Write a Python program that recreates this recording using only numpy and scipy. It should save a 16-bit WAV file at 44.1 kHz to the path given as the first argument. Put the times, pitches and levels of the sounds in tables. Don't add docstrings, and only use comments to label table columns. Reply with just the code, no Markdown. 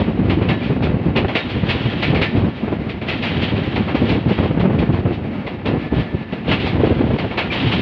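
import sys
import numpy as np
from scipy import signal
from scipy.fft import rfft, irfft
from scipy.io import wavfile
from scipy.ndimage import uniform_filter1d, minimum_filter1d

SR = 44100
rng = np.random.default_rng(int(sys.argv[2]) if len(sys.argv) > 2 else 0)


def wav_out(sig):
    wavfile.write(sys.argv[1], SR, np.round(np.clip(np.atleast_2d(sig).T, -1, 1) * 32767).astype(np.int16))


N = 344421
TIME = np.arange(N) / SR

# f/Hz, t60/s, level/dB
STEEL_MODES = [(770, 0.041, -11), (1253, 0.2, -9), (1414, 0.18, 0.5), (1782, 0.36, -2.5), (2050, 0.13, -11),
               (2130, 0.13, -16.5), (2290, 0.25, -3.5), (2700, 0.13, -7), (2820, 0.11, -3.5),
               (2982, 0.056, -1), (3260, 0.12, -5), (3820, 0.27, 2.5)]
# f/Hz, level/dB
WHEEL_MODES = [(1730, -8.5), (1765, -12)]
# t/s, level/dB
LIGHT_RUBBING = [(0, -44), (0.6, -39), (1.05, -48), (1.5, -34), (2.6, -40.5), (2.98, -48.5), (3.6, -30.5),
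                 (4.7, -47), (5.5, -55.5), (6.15, -42), (6.42, -52), (6.9, -36), (7.81, -38.5)]
# t/s, length/s, level/dB
SCRAPE_SPELLS = [(-0.02, 0.023, -30), (1.666, 0.44, -30), (2.305, 0.13, -39.5), (3.08, 0.099, -31.5),
                 (3.253, 0.25, -29), (3.59, 0.12, -33.5), (4, 0.093, -32), (4.32, 0.14, -31),
                 (5.961, 0.034, -32), (6.491, 0.034, -25.5), (6.608, 0.037, -28.5), (6.809, .1, -35),
                 (7.534, 0.26, -26.5), (7.725, 0.017, -23)]
# t/s, f/Hz, level/dB, t60/s
STEEL_PINGS = [(0.51, 1738, -26, 0.35), (0.617, 2350, -17, 0.033), (1.398, 3750, -20, 0.26),
               (1.375, 1395, -35, 0.59), (2.254, 1780, -21.5, 0.23), (5.466, 2300, -37, 0.18),
               (7.307, 2220, -24, 0.075), (7.502, 2390, -16.5, 0.1)]
# t/s, level/dB
BREEZE_LEVELS = [(0, -22.5), (1.25, -23), (1.42, -34.5), (1.55, -20.5), (2.3, -26.5), (2.54, -33),
                 (2.7, -29), (3.0, -29), (3.3, -24.5), (3.7, -24), (4.9, -23), (5.3, -27), (5.42, -31),
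                 (5.9, -30.5), (6.42, -37.5), (6.6, -21.5), (7.35, -29.5), (7.81, -23)]
# t/s, length/s, level/dB, small eddies relative to that level/dB
WIND_GUSTS = [(0, 0.025, -14, -9), (0.2, 0.2, -14, -20), (0.418, 0.11, -15, -14.5), (0.702, .04, -16, -9.5),
              (0.807, 0.11, -16.5, -10), (0.925, 0.045, -18.5, -16), (1.064, 0.04, -13.5, -13),
              (1.157, 0.1, -18, -4), (2.082, 0.14, -15.5, -10.5), (2.345, .14, -14, -13),
              (2.681, .05, -19, -7.5), (2.791, 0.031, -19, -15), (3.362, 0.075, -17, -12.5),
              (3.513, .09, -16, -10), (3.765, 0.074, -15.5, -12.5), (4.007, 0.18, -16, -12.5),
              (4.261, 0.064, -14, -11), (4.386, 0.073, -15, -6.5), (4.562, 0.28, -15, -10.5),
              (4.874, 0.14, -18, -10), (5.055, .07, -18, -7.5), (5.656, .13, -17.5, -6.5),
              (5.927, 0.091, -14, -15), (6.127, 0.031, -18.5, -19), (6.472, 0.069, -16.5, -10),
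              (6.759, 0.175, -16.5, -6.5), (6.961, 0.2, -16.5, -9), (7.228, 0.039, -20, -8.5),
              (7.63, 0.057, -16, -20), (7.737, 0.058, -16, -14.5)]
# t/s, level/dB, f/Hz
EDDY_THUMPS = [(0.077, -8.5, 214), (0.19, -8.5, 230), (0.694, -8, 113), (0.939, -7, 161), (1.068, -16, 209),
               (1.353, -7.5, 264), (1.628, -8.5, 165), (1.851, -7.5, 121), (2.099, -5.5, 145),
               (2.633, -9, 213), (2.725, -9, 174), (2.863, -13.5, 128.6), (3.945, -4, 270),
               (4.016, -5, 247), (4.15, -10, 220), (4.505, -6.5, 166), (4.57, -3.5, 221),
               (4.649, -0.5, 180), (4.888, -6.5, 142), (4.933, -8, 105), (5.049, -6.5, 126),
               (6.324, -10, 196), (6.742, -10, 111), (6.793, -8, 117), (6.834, 3, 413), (6.905, -5, 340),
               (7.006, -3, 268), (7.662, -6, 117)]
# first blow t/s, underframe thud/dB, then level/dB of each axle blow
RAIL_JOINTS = [(0.301, 5, -23.5, -33.5, -22.5, -32, -28.5), (1.165, 0.5, -18.5, -28, -17.5, -30.5, -20.5),
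               (2.029, -3, -17.5, -22.5, -18, -35, -40), (2.897, -0.5, -29.5, -32, -21, -24, -26),
               (3.761, 6, -25.5, -32.5, -27, -25, -31.5), (4.6, 4, -29, -51, -29.5, -37.5, -35.5),
               (5.47, 7, -31, -46, -25, -39, -34), (6.326, 4, -33, -43, -19.5, -26, -35),
               (7.189, 5, -25, -35.5, -18.5, -24, -25.5)]
AXLE_BLOWS = [(0, -3.5, -10.5, 0.0077, 0.21), (.12, 3.5, -13.5, .005, .32), (.191, -5, -10, .008, .25),
              (.341, -7, -6, 0.026, 0.36), (.537, -5.5, -5, .022, 0.19)]

# f/Hz, level/dB
RUMBLE_SPECTRUM = [(25, -33), (70, -12.5), (220, 3.5), (450, -11.5), (800, -15.5), (1100, -21.5),
                   (1550, -23.5), (2100, -21), (3200, -26.5), (15000, -17)]
HISS_SPECTRUM = [(400, -17.5), (800, 1), (1200, -5.5), (1550, -3), (1900, -1), (2700, -2), (3200, 1),
                 (4300, -1.5), (15000, -1)]
SHEEN_SPECTRUM = [(1800, -30.5), (2550, -8), (2850, -4.5), (3200, 1), (3500, -0.5), (3900, -3), (4600, -4),
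                  (7000, -14.5)]
BIG_EDDY_SPECTRUM = [(20, -26), (35, -28), (55, -4.5), (100, 3), (230, -2.5), (350, -8), (550, -21.5),
                     (1000, -30.5), (3000, -66.5)]
SMALL_EDDY_SPECTRUM = [(100, -26.5), (250, 4), (450, 1.5), (750, -8), (1100, -15), (1800, -22),
                       (4000, -32.5), (15000, -56)]
CLANG_SPECTRUM = [(500, -22), (1000, -11.5), (1250, -9), (1550, -7.5), (1800, -3.5), (2300, 1),
                  (3000, -1.5), (4500, -2.5), (15000, -9.5)]
UNDERFRAME_SPECTRUM = [(150, -14.5), (350, 1.5), (800, -2), (1300, -11.5), (2200, -13), (5000, -53)]
SNAP_SPECTRUM = [(1500, -32), (2600, -14), (3500, 1), (15000, -0.5)]
# f/Hz, level/dB
MIC_RESPONSE = [(20, -9.5), (55, 0), (2700, 3.5), (3330, 0), (3560, -4.5), (3800, -5.5), (4400, -9.5),
                (5000, -19), (6000, -32), (7000, -40.5), (8500, -49.5), (10900, -42), (13000, -55.5),
                (15700, -62.5)]


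def undb(db):
    return 10 ** (np.asarray(db) / 20)


def unit(x):
    return x / np.sqrt(np.mean(x ** 2) + 1e-18)


def response(points, size=4096):
    hz, db = np.transpose(points)
    bins_hz = np.maximum(np.arange(size // 2 + 1) * SR / size, 1)
    magnitude = undb(np.interp(np.log(bins_hz), np.log(hz), db))
    cepstrum = irfft(np.log(magnitude))
    cepstrum[1:size // 2] *= 2
    cepstrum[size // 2 + 1:] = 0
    return irfft(np.exp(rfft(cepstrum)))


def colour(x, spectrum):
    shape = response(spectrum)
    gain_at_mic = np.linalg.norm(signal.fftconvolve(shape, response(MIC_RESPONSE)))
    return signal.oaconvolve(x, shape / gain_at_mic)[:N]


def walk(rate, size=N):
    hold = int(SR / rate)
    steps = np.repeat(rng.standard_normal(size // hold + 1), hold)[:size]
    return unit(uniform_filter1d(steps, hold))


def impacts(rate, spread_db):
    hits = rng.random(N) < rate / SR
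    signs = rng.choice([-1, 1], N)
    sizes = undb(spread_db * np.clip(rng.standard_normal(N), -2, 2))
    return unit(hits * signs * sizes)


def steady(x, span_s):
    return x / np.sqrt(uniform_filter1d(x ** 2, int(span_s * SR)) + 1e-9)


def spell(start, length, attack_s, release_s):
    rise = np.clip(1 + (TIME - start) / attack_s, 0, 1)
    return rise * np.exp(-np.maximum(TIME - start - length, 0) / release_s)


def add(track, start, sound):
    i = max(int(start * SR), 0)
    track[i:i + len(sound)] += sound[:max(N - i, 0)]


def ring(force, ring_db):
    t = TIME[:SR // 2]
    modes = 0
    for hz, t60, db in STEEL_MODES:
        mode = np.sin(2 * np.pi * hz * t) * undb(-60 * t / t60)
        modes += undb(db) * mode / np.linalg.norm(mode)
    return force + undb(ring_db) * signal.oaconvolve(force, modes)[:N]


def rolling():
    roughness = rng.standard_normal(N) * undb(4.3 * np.tanh(walk(rate=25)))
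    return undb(-30) * colour(ring(roughness, ring_db=-27.5), RUMBLE_SPECTRUM)


def singing_wheel(peak_s=5.97, rise_db_per_s=40.5, fall_db_per_s=22):
    since_peak = TIME - peak_s
    swell_db = np.minimum(rise_db_per_s * since_peak, -fall_db_per_s * since_peak)
    tones = np.zeros(N)
    for hz, db in WHEEL_MODES:
        level = undb(db + 2 * walk(rate=14))
        tones += level * np.sin(2 * np.pi * hz * TIME + 0.82 * walk(rate=48))
    return undb(swell_db - 43.5) * unit(tones)


def scrape(sheen_reference_db=-25.5, sheen_steepness=0.96):
    rubbing = undb(np.interp(TIME, *np.transpose(LIGHT_RUBBING)))
    for start, length, db in SCRAPE_SPELLS:
        rubbing = np.maximum(rubbing, undb(db) * spell(start, length, attack_s=0.035, release_s=0.055))
    rubbing *= undb(1.2 * walk(rate=55))
    slips = impacts(rate=5000, spread_db=1.5) * rubbing
    hiss = colour(ring(slips, ring_db=-30), HISS_SPECTRUM)
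    pressure = (rubbing / undb(sheen_reference_db)) ** sheen_steepness
    hard_slips = impacts(rate=6000, spread_db=0.5) * rubbing * pressure
    sheen = colour(ring(hard_slips, ring_db=-25), SHEEN_SPECTRUM)
    return undb(-1) * hiss + undb(-3) * sheen


def pings(rise_s=0.0023, waver_rad=0.5):
    track = np.zeros(N)
    t = TIME[:SR // 2]
    for start, hz, db, t60 in STEEL_PINGS:
        envelope = undb(db - 60 * t / t60) * (1 - np.exp(-t / rise_s))
        phase = 2 * np.pi * hz * t + waver_rad * walk(rate=330, size=len(t))
        add(track, start, envelope * np.sin(phase))
    return undb(-4) * track


def slipstream():
    big_level = undb(np.interp(TIME, *np.transpose(BREEZE_LEVELS)))
    small_level = undb(-9.5) * big_level
    for start, length, db, eddy_db in WIND_GUSTS:
        gust = undb(db) * spell(start, length, attack_s=0.0084, release_s=0.013)
        big_level = np.maximum(big_level, undb(-1.5) * gust)
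        small_level = np.maximum(small_level, undb(eddy_db) * gust)
    flutter = walk(rate=75)
    big = colour(impacts(rate=900, spread_db=1.5), BIG_EDDY_SPECTRUM)
    big *= undb(2.3 * flutter)
    small = colour(impacts(rate=1500, spread_db=4), SMALL_EDDY_SPECTRUM)
    small *= undb(3.5 * np.tanh(flutter) + 3 * walk(rate=170))
    return big_level * steady(big, span_s=0.08) + small_level * steady(small, span_s=0.11)


def thumps(cycles=1.82, grit_peak_s=0.0073):
    push, edge = np.zeros((2, N))
    t = TIME[:SR // 10]
    burst = (t / grit_peak_s * np.exp(1 - t / grit_peak_s)) ** 2
    for start, db, hz in EDDY_THUMPS:
        age = 2 * t * hz / cycles
        swell = (age * np.exp(1 - age)) ** 2
        swing = np.sin(2 * np.pi * (hz * t + rng.random()))
        add(push, start, undb(db) * swell * swing)
        add(edge, start, undb(db) * burst)
    grit = steady(colour(rng.standard_normal(N), SMALL_EDDY_SPECTRUM), span_s=0.024)
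    return undb(-2) * push + undb(-15) * edge * grit


def clanks(abruptness=1.05, hold_s=0.0086, lead_s=0.1):
    bright, dull, sharp = np.zeros((3, N))
    t = TIME[:SR // 2] - lead_s
    for joint_s, thud_db, *blow_levels in RAIL_JOINTS:
        for db, (lag, body_db, edge_db, rise_s, t60) in zip(blow_levels, AXLE_BLOWS):
            build_db = -20 * (abruptness * np.minimum(t, 0) / rise_s) ** 2
            fade_db = -60 * np.maximum(t - hold_s, 0) / t60
            blow = undb(db + build_db + fade_db)
            for envelope, share_db in ((bright, 0), (dull, body_db + thud_db), (sharp, edge_db)):
                add(envelope, joint_s + lag - lead_s, blow * undb(share_db))
    chatter = [steady(impacts(rate=4000, spread_db=2.5), span_s=0.0083) for _ in range(3)]
    clang = colour(ring(bright * chatter[0], ring_db=-29), CLANG_SPECTRUM)
    shake = colour(ring(dull * chatter[1], ring_db=-26.5), UNDERFRAME_SPECTRUM)
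    snap = colour(sharp * chatter[2], SNAP_SPECTRUM)
    return undb(-1.35) * clang + undb(-1) * shake + undb(-3) * snap


def scene():
    return (rolling() + singing_wheel() + scrape() + pings() + slipstream() + thumps() + clanks())[None]


def record(dry, ceiling=0.75, top_hz=15700):
    dulled = signal.oaconvolve(dry, response(MIC_RESPONSE)[None])[:, :N]
    gain = (1 + (dulled / ceiling) ** 6) ** (-1 / 6)
    gain = minimum_filter1d(gain, size=300)
    for _ in range(3):
        gain = uniform_filter1d(gain, size=100)
    lowpass = signal.ellip(8, 0.2, 70, top_hz, fs=SR, output="sos")
    return signal.sosfilt(lowpass, dulled * gain)


dry = scene()
out = record(dry)
wav_out(out)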